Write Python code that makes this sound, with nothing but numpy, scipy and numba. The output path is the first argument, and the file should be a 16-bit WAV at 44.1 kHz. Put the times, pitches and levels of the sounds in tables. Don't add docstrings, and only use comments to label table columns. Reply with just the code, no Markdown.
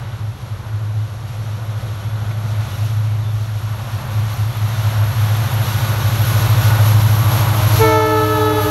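import sys
import numpy as np
from scipy import signal
from scipy.fft import rfft, irfft
from scipy.io import wavfile
from scipy.ndimage import uniform_filter1d
from numba import njit

SR = 44100
rng = np.random.default_rng(int(sys.argv[2]) if len(sys.argv) > 2 else 0)


def to_wav(s):
    ch = np.atleast_2d(s).T
    pcm = np.round(np.clip(ch, -1, 1) * 32767)
    wavfile.write(sys.argv[1], SR, pcm.astype(np.int16))


def convert_level_to_amplitude(level_db):
    exponent = np.asarray(level_db, float) / 20
    return 10 ** exponent


N = 383669
T = np.arange(N) / SR


def curves(table):
    s, *columns = np.transpose(table)
    return [np.interp(T, s, column) for column in columns]


def colour(points, hz):
    f, db = np.transpose(points)
    return convert_level_to_amplitude(np.interp(np.log(np.maximum(hz, 1)), np.log(f), db, left=-90, right=-90))


def noise(points, lo_hz, hi_hz):
    hz = np.fft.rfftfreq(N, 1 / SR)
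    spectrum = rfft(rng.standard_normal(N)) * colour(points, hz)
    band = irfft(spectrum * ((hz > lo_hz) & (hz < hi_hz)), N)
    return irfft(spectrum, N) / np.std(band)


def walk(rate):
    k = int(SR / rate)
    held = np.repeat(rng.standard_normal(400), k)[:N]
    return 1.42 * uniform_filter1d(uniform_filter1d(held, k), k)


@njit
def ring(x, hz, width):
    y, band, low = np.empty(len(x)), 0., 0.
    for i in range(len(x)):
        g, k = np.tan(np.pi * hz[i] / SR), width / hz[i]
        v = (band + g * (x[i] - low)) / (1 + g * (g + k))
        band, low, y[i] = 2 * v - band, low + 2 * g * v, k * v
    return y


def bump(s, length, t=T):
    return np.exp(-(2 * (t - s) / length) ** 2)


def notch(s, length, db, t=T):
    return 1 - (1 - convert_level_to_amplitude(db)) * bump(s, length, t)


def swells(table):
    t = T[::64]
    return np.interp(T, t, sum(db * bump(s, length, t) for s, length, db in table))


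def duck_db():
    start_s, depth_db, fall_s = 7.81, -7.5, 0.1
    return depth_db * (1 - np.exp(-np.maximum(T - start_s, 0) / fall_s))


# t/s, level/dB
NEARNESS = [(0, -16.5), (1.1, -15.5), (2.0, -13), (3.3, -13), (4.0, -9.5), (4.5, -8.5), (5.0, -5.5),
            (5.7, -3), (6.4, -1.5), (7.2, -0.5), (7.8, 0), (8.7, 1.5)]
# middle t/s, length/s, level/dB
GUSTS = [(1.33, 0.11, 2.5), (2.78, 0.42, 7.5), (4.33, .1, 5), (4.85, 0.11, 2), (5.3, 0.14, 1),
         (5.62, 0.22, 1), (6.0, 0.19, -2), (6.3, 0.2, 4.5), (6.67, .1, 3.5), (6.87, 0.092, 4.5),
         (7.2, .15, -0.5), (7.36, 0.12, 4.5), (7.79, 0.21, 5), (8.0, 0.097, -1.5), (8.3, 0.17, 0.5),
         (8.65, 0.11, 4)]


def layer_db(near_db, swell, gusty, ducked):
    return near_db + swell * curves(NEARNESS)[0] + gusty * swells(GUSTS) + ducked * duck_db()


# t/s, turns f/Hz
SHAFT = [(0, 13.32), (3.8, 13.32), (5, 13.314), (6.2, 13.29), (7, 13.264), (7.6, 13.238), (8.1, 13.197),
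         (8.7, 13.05)]


def shaft_hz():
    return curves(SHAFT)[0]


# f/Hz, level/dB per Hz
TOWN = [(25, -7), (33, 3), (45, 15.5), (80, 12), (200, -24), (300, 2.5), (500, -3.5), (1000, -31)]


def town():
    return convert_level_to_amplitude(-41.0 + walk(2.4) + 0.58 * duck_db()) * noise(TOWN, 29, 690)


# t/s, peak level/dB, f/Hz
TICKS = [
    (2.312, -37, 1950),
    (2.312, -31, 2200),
    (2.312, -35, 2450),
]


def ticks():
    total = 0
    for s, db, hz in TICKS:
        decay = (T > s) * np.exp(-np.abs(T - s) / 0.0047)
        total = total + convert_level_to_amplitude(db) * decay * np.sin(2 * np.pi * hz * (T - s))
    return total


# middle t/s, length/s, f/Hz, level/dB
SQUEAKS = [(2.02, .03, 3100, -50), (2.08, .11, 3450, -51), (2.22, .04, 3450, -52), (4.54, .03, 3450, -45),
           (4.585, .03, 3380, -45), (4.85, .02, 3150, -43), (2.33, .06, 3480, -53), (2.69, .04, 3330, -48),
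           (2.725, .035, 3550, -47), (2.755, .03, 3820, -47), (2.74, .05, 2870, -50),
           (2.85, .05, 2890, -50), (2.892, .015, 3230, -48), (2.903, .015, 3380, -49),
           (3.22, .03, 3850, -50), (3.275, .1, 3520, -48), (4.33, .015, 3950, -43),
           (4.328, .012, 4150, -45), (4.335, .012, 4400, -44), (4.76, .055, 3520, -42)]


def squeaks():
    wobble_hz = 60 * np.tile(walk(60)[:SR], 9)[:N]
    slip = np.cumsum(wobble_hz) / SR
    total = 0
    for s, length, hz, db in SQUEAKS:
        swell = np.exp(-(2 * (T - s) / length) ** 4)
        total = total + np.sqrt(2) * convert_level_to_amplitude(db) * swell * np.sin(2 * np.pi * (hz * T + slip))
    return total


# middle t/s, length/s, level/dB, f/Hz
NULLS = [(7.92, .1, -2.5, 439), (8.102, 0.056, -6, 435), (8.27, 0.063, -3.5, 433), (8.36, 0.04, -9, 432),
         (8.5, 0.016, -7, 430), (8.544, 0.024, -10, 429), (8.63, 0.044, -18, 428), (8.665, .03, 1.5, 427),
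         (8.7, 0.034, -11, 427), (7.872, .02, -24, 883), (7.893, .05, -5, 881), (7.95, 0.061, 3.5, 878),
         (8.003, .04, -1, 875), (8.073, 0.037, -14, 872), (8.113, .02, -5, 865), (8.204, 0.02, -20, 868),
         (8.263, 0.064, -26, 866), (8.32, 0.085, -26, 864), (8.399, 0.02, -30, 862),
         (8.445, 0.027, -18, 861), (8.492, .04, -11, 859), (8.528, .025, -22, 858), (8.572, .016, -14, 850),
         (8.586, 0.027, 5, 856), (8.607, 0.021, -17, 856), (8.645, 0.039, -20, 855),
         (8.666, 0.022, -8.5, 854), (7.99, .14, -3.5, 310), (8.19, .05, -2.5, 308), (8.3, .2, -1.5, 307),
         (8.53, .07, 2, 305), (8.607, .08, -10, 304), (8.026, .05, -5, 619), (8.178, .05, -8, 620),
         (8.294, .03, -5, 614), (8.35, .025, -3, 613), (8.405, 0.023, -6, 612), (8.457, .025, -10, 611),
         (8.51, .04, -1, 610), (8.595, .025, -4, 608), (8.647, 0.022, -18, 607),
         (7.86, 0.11, -2, 1325), (7.985, 0.018, -1, 1312), (8.335, 0.04, -5, 1296),
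              (8.4, .02, -5, 1293), (8.46, 0.062, -7, 1290), (8.553, 0.04, -6, 1286),
              (8.585, .025, 1, 1285), (8.63, .03, -3, 1284), (8.667, 0.079, -24, 1281),
              (7.83, .02, -8, 1780), (8.2, 0.11, -6, 2170), (7.827, .12, -15, 2670), (8.08, 0.11, 1, 3050),
              (7.84, .1, -2, 3540), (8.09, .28, -1, 3920), (8.285, .04, -14, 3890), (8.47, 0.39, 2, 3870),
              (8.66, .08, -10, 3845), (8.05, 0.35, 3, 4360), (8.3, 0.25, -8, 4760), (8.2, .3, -14, 5210),
              (7.83, .08, -10, 5330), (7.82, 0.1, -12, 5790), (8.4, .2, -13, 5600), (7.82, .1, -14, 6230),
              (8.25, .3, -10, 6080)]


def nulled(hz, t):
    width = .015
    gain = 0.93
    for s, length, db, null_hz in NULLS:
        near = np.exp(-((np.interp(s, t, hz) / null_hz - 1) / width) ** 4)
        if near > .01:
            gain = gain * notch(s, length, db * near, t)
    return gain


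def trumpet(valve, bell):
    start, hz, held_db, over_db, sag_db, bright_db, second_db = valve
    blast_s, bloom_s, settle_s, dull_start_db = .036, .039, .06, -13
    t = T[T > start]
    age = t - start
    opening = np.minimum(age / blast_s, 1)
    pitch = hz * (1 - .033 * age + .017 * np.exp(-age / .085))
    surge_db = over_db * np.exp(-np.maximum(age - blast_s, 0) / settle_s)
    level_db = held_db + sag_db * age + surge_db
    phase = 2 * np.pi * np.cumsum(pitch * (1 + 0.0006 * walk(30)[-len(t):])) / SR
    tilt_db = bright_db + dull_start_db * np.maximum(1 - age / bloom_s, 0)
    tone = 0
    for k, db, turn_db in bell:
        shape_db = db + (k - 1) * tilt_db + turn_db * np.clip(t - 7.9, 0, .5)
        shape_db = shape_db + second_db * (k == 2) - .5 * surge_db * (k > 1)
        waver_db = .7 * walk(12)[-len(t):] * min(k - 1, 1 + (k > 5))
        wave = np.cos(k * phase + .4 * k * k)
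        tone = tone + convert_level_to_amplitude(shape_db + waver_db) * nulled(k * pitch, t) * wave
    return np.pad(np.sqrt(2) * convert_level_to_amplitude(level_db) * tone * opening ** 2, (N - len(t), 0))


# valve opens t/s, pitch f/Hz, held level/dB, first-blast overshoot level/dB,
# sag level/dB per s, brightness level/dB per overtone, second overtone level/dB
HIGH_HORN = (7.778, 440, -17.5, 5.5, -3, 0.4158, -0.2)
LOW_HORN = (7.81, 313, -24, 2, 0, 0.5, 5)
# overtone number, level/dB, change as the bell turns away level/dB per s
HIGH_BELL = [(1, 2.5, -1), (2, -1.5, -1.5), (3, -4, 2), (4, -10.5, -5.5), (5, -12, -30), (6, -26.5, 1),
             (7, -24.5, 2), (8, -26, 6), (9, -24.5, 3), (10, -28, -6), (11, -32, 6), (12, -29, -10),
             (13, -30, -14), (14, -31, -5), (15, -35, -14), (16, -41, -8)]
LOW_BELL = [(1, 1.5, 0), (2, -2.5, -8.5), (3, -8.5, -3), (4, -7.5, -6), (5, -23, -19), (6, -40, -3),
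            (8, -43, -7), (9, -30, 1), (10, -44, -11), (11, -30, -4), (12, -44, 10)]
# delay t/s, level/dB
YARD = [
    (0.047, -41),
    (0.084, -35),
    (.131, -44),
    (.19, -20),
]


def horn():
    street_db, street_t60_s, street_hz = -17, 1.6, 880
    direct = trumpet(HIGH_HORN, HIGH_BELL) + trumpet(LOW_HORN, LOW_BELL)
    echoes = sum(convert_level_to_amplitude(db) * np.interp(T - delay, T, direct) for delay, db in YARD)
    walls = rng.standard_normal(SR)
    tail = ring(walls, np.full(SR, 1. * street_hz), 400.0)
    tail = tail - ring(walls, np.full(SR, 1.18 * street_hz), 700.0)
    tail = tail * convert_level_to_amplitude(-60 * T[:SR] / street_t60_s) * (T[:SR] > .03)
    tail = tail / np.sqrt(np.sum(tail ** 2) * SR / (np.pi * 300.))
    return direct + echoes + convert_level_to_amplitude(street_db + 11.5) * signal.fftconvolve(direct, tail)[:N]


# middle t/s, length/s, level/dB
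GAPS = [(.08, .25, 0), (2.05, 0.23, 1), (2.15, 0.92, 1), (2.5, .3, 0.5), (3.3, 0.41, 1.3),
        (4.45, 0.17, -0.8), (5.0, .15, 1), (5.6, .15, -0.5), (6.35, .15, -0.2), (6.62, 0.29, -0.1),
        (7.07, .25, -0.5), (7.35, 0.12, 0.5), (7.65, 0.57, 0), (8.3, 0.96, 1.8)]


def roar_db():
    return layer_db(-25, swell=0.98, gusty=0.16, ducked=1.03) + swells(GAPS)


# f/Hz, level/dB per Hz
RUMBLE = [(25, -34), (45, -9), (70, -2), (100, 9.5), (140, -2.5), (210, -6.5), (270, -33), (400, -27),
          (600, -42)]


def rumble():
    return convert_level_to_amplitude(-31.5 + 0.5 * (roar_db() + 30.0) + 1.9 * walk(2.88)) * noise(RUMBLE, 40, 300)


# f/Hz, level/dB per Hz
BODY = [(120, 17), (210, -15), (270, -6), (450, -5.5), (550, 0.5), (1450, -1.5), (1700, -6), (2400, -11.5),
        (4000, -15.5), (8000, -42)]
# f/Hz, level/dB per Hz
HISS = [(1200, -25), (2000, -3.5), (3700, -1), (4500, -3), (5800, -4), (7000, -8.5), (7800, -14),
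        (10000, -11.5), (12000, -20)]


def roar(flicker_db):
    body = convert_level_to_amplitude(roar_db() + 0.83 * walk(6)) * noise(BODY, 320, 2000)
    hiss_db = layer_db(-30.5, swell=1.11, gusty=0.67, ducked=0.87)
    return body + convert_level_to_amplitude(hiss_db + 0.72 * flicker_db) * noise(HISS, 2370, 8600)


# middle t/s, length/s, f/Hz, width f/Hz, level/dB
PANELS = [(0.54, 0.87, 1030, 130, 2), (1.7, 1.1, 513, 65, 4), (2.3, 1.9, 630, 47, 3),
          (2.1, 2.3, 1460, 51, 2.5), (2.7, 8, 1580, 100, -2.5), (3.96, 0.98, 1000, 160, 1.5),
          (5, 2.5, 596, 55, -4.5), (4.9, 2, 454, 120, -5.5), (6.3, 3, 1410, 91, -2.5),
          (6.1, 1.2, 374, 49, 3), (5.7, 3.5, 520, 29, 3), (6.6, 2, 696, 99, -4), (7.4, 1.4, 930, 260, 4),
          (7.2, 1.5, 2100, 69, 1.5), (7.8, 1.6, 1740, 86, -3), (4.6, 1.1, 3450, 230, 1),
          (2, 0.59, 3300, 400, 1.5)]


def panels(x):
    total = x
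    for s, length, hz, width, db in PANELS:
        resonance = ring(x, hz * (1 + .01 * walk(1.7)), 1. * width)
        total = total + (convert_level_to_amplitude(db) - 1) * bump(s, length) * resonance
    return total


# f/Hz, level/dB per Hz
JET = [(9800, -25), (10600, 0), (12300, 0), (13000, -10), (14000, -30)]
# f/Hz, level/dB per Hz
AIR = [(6000, 4), (8000, -4.5), (9500, -1), (10500, -2.5), (12500, -2), (13500, -30)]


def turbocharger(flicker_db):
    doppler = shaft_hz() / SHAFT[0][1]
    blade_hz = 11780 * doppler * np.interp(T, [2, 6.3], [.986, .997])
    shoulder_hz = 11250 * doppler
    jet, wake = noise(JET, 10000, 13000), noise(JET, 10000, 13000)
    blades = ring(ring(jet, blade_hz, 560.0), blade_hz, 560.0)
    shoulder = ring(ring(wake, shoulder_hz, 1200.0), shoulder_hz, 1200.0)
    far_db = np.interp(T, [0, 6.5], [-1.5, -9])
    power = blades.var() + convert_level_to_amplitude(2 * far_db) * shoulder.var()
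    turbo = (blades + convert_level_to_amplitude(far_db) * shoulder) / np.sqrt(power)
    turbo_db = layer_db(-31.5, swell=1.5, gusty=0.7, ducked=0.82)
    return convert_level_to_amplitude(turbo_db + 0.23 * flicker_db) * (turbo + convert_level_to_amplitude(-10.5) * noise(AIR, 6900, 12500))


# f/Hz, level/dB per Hz
FINE = [(11800, -25), (12400, 5), (13500, 0), (14500, 0), (16000, -1)]


def fine_air(flicker_db):
    fine_db = layer_db(-45, swell=1.65, gusty=1, ducked=0)
    return convert_level_to_amplitude(fine_db + 1.1 * flicker_db) * noise(FINE, 12600, 16700)


# f/Hz, level/dB against the roar, faces the phone at t/s, for length/s
WHINES = [(244, -23, 5, 9), (629, -10, 7.7, 1.0), (1147, -8, 7.0, 1.4), (1467, -8, 6.2, 1.6),
          (3776, -19, 6.0, 1.6), (7560, -36, 6, 5)]


def whines():
    doppler = shaft_hz() / SHAFT[0][1]
    total = 0
    for hz, db, s, length in WHINES:
        level_db = db - 10 * (1 - bump(s, length)) + 3.5 * walk(9)
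        pitch = hz * doppler * (1 + .002 * walk(14))
        total = total + convert_level_to_amplitude(level_db) * np.sin(2 * np.pi * np.cumsum(pitch) / SR)
    return convert_level_to_amplitude(uniform_filter1d(roar_db(), 8000)) * total


def machinery():
    flicker_db = walk(9) + walk(30)
    bass = rumble()
    plain_roar = roar(flicker_db)
    treble = turbocharger(flicker_db) + fine_air(flicker_db)
    return bass + treble + whines() + panels(plain_roar)


# pitch ratio, level/dB, fades f/Hz
FRONTS = [
    (.924, -32.5, 1.29),
    (.943, -32.5, 1.86),
    (.962, -36, 1.5),
    (1.039, -39.5, 2.27),
]


def house_fronts(turn):
    total = 0
    for ratio, db, rate in FRONTS:
        level = convert_level_to_amplitude(db + 6.2 * walk(rate))
        phase = 2 * np.pi * (8 * ratio * turn + 0.36 * walk(rate))
        total = total + level * np.sqrt(2) * np.cos(phase)
    return total * convert_level_to_amplitude(np.interp(T, [0, 2.5, 6, 7.6, 7.9], [-4.0, -7.0, -0.5, -7.0, -14]))


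# middle t/s, length/s, level/dB
OCTAVE_SWELLS = [
    (1.6, 0.63, 7),
    (2.5, 1.1, 12),
    (3.6, 1.2, 11),
    (4.2, 0.63, 14),
    (5.6, 0.86, 19),
    (7.0, 1.8, 21),
]
# t/s, level/dB
THIRD = [(0, -64), (1.5, -55), (3.3, -53), (4, -79), (5.5, -47), (5.9, -40), (6.6, -36.5), (6.9, -36.5),
         (7.3, -33.5), (7.8, -29.5), (8.7, -40)]


def firing_harmonics(turn):
    octave_db = -58.5 + swells(OCTAVE_SWELLS) + duck_db()
    octave = convert_level_to_amplitude(octave_db) * np.cos(2 * np.pi * 16 * turn + walk(9))
    third_db = curves(THIRD)[0] + duck_db()
    return octave + convert_level_to_amplitude(third_db) * np.cos(2 * np.pi * 24 * turn + .6 * walk(9))


# t/s, firing level/dB, lope level/dB
BOOM = [(0, -25, -33.5), (.9, -19.5, -36), (1.5, -23, -34), (2.3, -20.5, -30.5), (3.0, -16, -30.5),
        (3.5, -20.5, -35), (4.5, -17, -29), (5.4, -15.5, -26), (6.1, -17, -23), (6.5, -14, -20),
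        (6.95, -10, -21.5), (7.4, -17, -22), (7.75, -13, -21), (8.25, -9.5, -24), (8.7, -10, -18)]
CYLINDERS = [-14, -9, 0, 0, 0, 0, 0, 0]
# f/Hz, level/dB
EXHAUST = [(35, -24), (53, -10), (66, -5), (80, -9), (93, -4), (120, 0), (133, -2), (146, -6), (160, -4),
           (173, -12), (200, -19), (213, -33), (226, -23), (260, -36)]


def lope(turn):
    orders = np.arange(3, 20)
    pattern = np.fft.fft(convert_level_to_amplitude(np.array(CYLINDERS)))[orders % 8]
    weights = pattern * colour(EXHAUST, orders * SHAFT[0][1])
    blur = np.interp(T, [0, 5.3, 6.3], [1.4, 1.0, .15])
    deep_db = 8.5 * np.clip((T - 7.5) / 0.31, 0, 1)
    total = 0
    for k, weight in zip(orders, weights):
        if k == 8:
            continue
        level = convert_level_to_amplitude(1.5 * walk(2.5) + deep_db * (k < 7))
        phase = 2 * np.pi * k * turn + blur * walk(1.5)
        total = total + level * np.real(weight * np.exp(1j * phase))
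    upper = np.sqrt(np.sum(np.abs(weights[6:8]) ** 2) / 2)
    lope_db = curves(BOOM)[1] + 1.6 * duck_db()
    return convert_level_to_amplitude(lope_db) * total / upper


# middle t/s, length/s, level/dB
FADES = [(0.056, 0.14, -21), (0.37, 0.12, -28), (0.466, 0.11, -18), (0.62, 0.17, -16), (1.134, 0.11, -8),
         (1.253, 0.14, -29), (1.574, 0.037, -20), (1.818, 0.059, -15), (2.005, 0.11, -27),
         (2.69, 0.081, -15), (2.765, 0.044, -26), (2.889, .03, -12), (3.607, 0.06, -12), (3.8, 0.077, -23),
         (3.876, 0.089, -27), (3.978, 0.033, -26), (4.065, 0.13, -26), (4.352, 0.068, -22),
         (4.548, 0.067, -21), (4.764, .08, -6), (5.1, 0.071, -5), (5.493, 0.095, -16), (5.673, 0.065, -10),
         (5.801, 0.1, -7), (6.26, .06, -1), (8.7, 0.18, -1)]


def firing_tone(turn):
    t = T[::64]
    fades = np.prod([notch(*fade, t) for fade in FADES], axis=0)
    tone = np.sqrt(2) * np.cos(2 * np.pi * 8 * turn) * np.interp(T, t, fades)
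    return convert_level_to_amplitude(curves(BOOM)[0] + 1.4 * duck_db()) * tone


def exhaust():
    turn = np.cumsum(shaft_hz()) / SR
    turn = turn - turn[5 * SR] + .3465
    return lope(turn) + firing_harmonics(turn) + firing_tone(turn) + house_fronts(turn)


def scene():
    return (exhaust() + machinery() + horn() + ticks() + squeaks() + town())[None]


# middle t/s, length/s, up to f/Hz
DROPOUTS = [(.44, .03, 13600), (.7, .03, 13000), (.98, .1, 15200), (1.1, .07, 13200), (1.32, .09, 14400),
            (1.52, .03, 13600), (1.95, .04, 14900), (2.0, .12, 13100), (2.72, .12, 14300),
            (3.04, .03, 14900), (3.08, .08, 13600), (3.36, .04, 14300), (3.68, .14, 13600),
            (3.8, .06, 14500), (3.92, .05, 14400), (4.25, .04, 13600), (4.36, .04, 13600),
            (4.49, .04, 14300), (4.66, .06, 14200), (5.31, .03, 13700), (5.79, .05, 13700),
            (6.1, .03, 13600), (6.32, .03, 13700)]


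def treble_dropouts(x):
    from_hz, stray_to_hz, stray_until_s, ragged_hz = 12400, 14000, 8.4, 350
    hz, s, z = signal.stft(x, SR, nperseg=1024)
    hz = hz[:, None]
    share = .2 * np.clip((stray_until_s - 3 * s) / 4, 0, 1)
    patches = np.repeat(rng.random((65, len(s))) < share, 8, axis=0)
    patches = np.repeat(patches, 3, axis=1)[:len(hz), :len(s)]
    empty = patches & (hz < stray_to_hz) & (s < stray_until_s)
    for middle, length, top_hz in DROPOUTS:
        edge_hz = top_hz + ragged_hz * rng.standard_normal(len(s))
        empty = empty | ((np.abs(s - middle) < length / 2) & (hz < edge_hz))
    return signal.istft(z * ~(empty & (hz > from_hz)), SR, nperseg=1024)[1][..., :N]


# f/Hz, width f/Hz, level/dB
PORT = [
    (4960, 320, -5.5),
    (10100, 680, -4),
]


def microphone(x):
    hz = np.fft.rfftfreq(N, 1 / SR)
    port_db = sum(db / (1 + ((hz - f) / (width / 2)) ** 2) for f, width, db in PORT)
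    rounded = np.tanh(.78 * x) / .78
    return irfft(rfft(rounded) * convert_level_to_amplitude(port_db) * (hz < 15730), N)


def top_cut(x):
    return signal.sosfilt(signal.butter(12, 16860, fs=SR, output="sos"), x)


def record(dry):
    mix = treble_dropouts(microphone(dry))
    return top_cut(mix)


dry = scene()
out = record(dry)
to_wav(out)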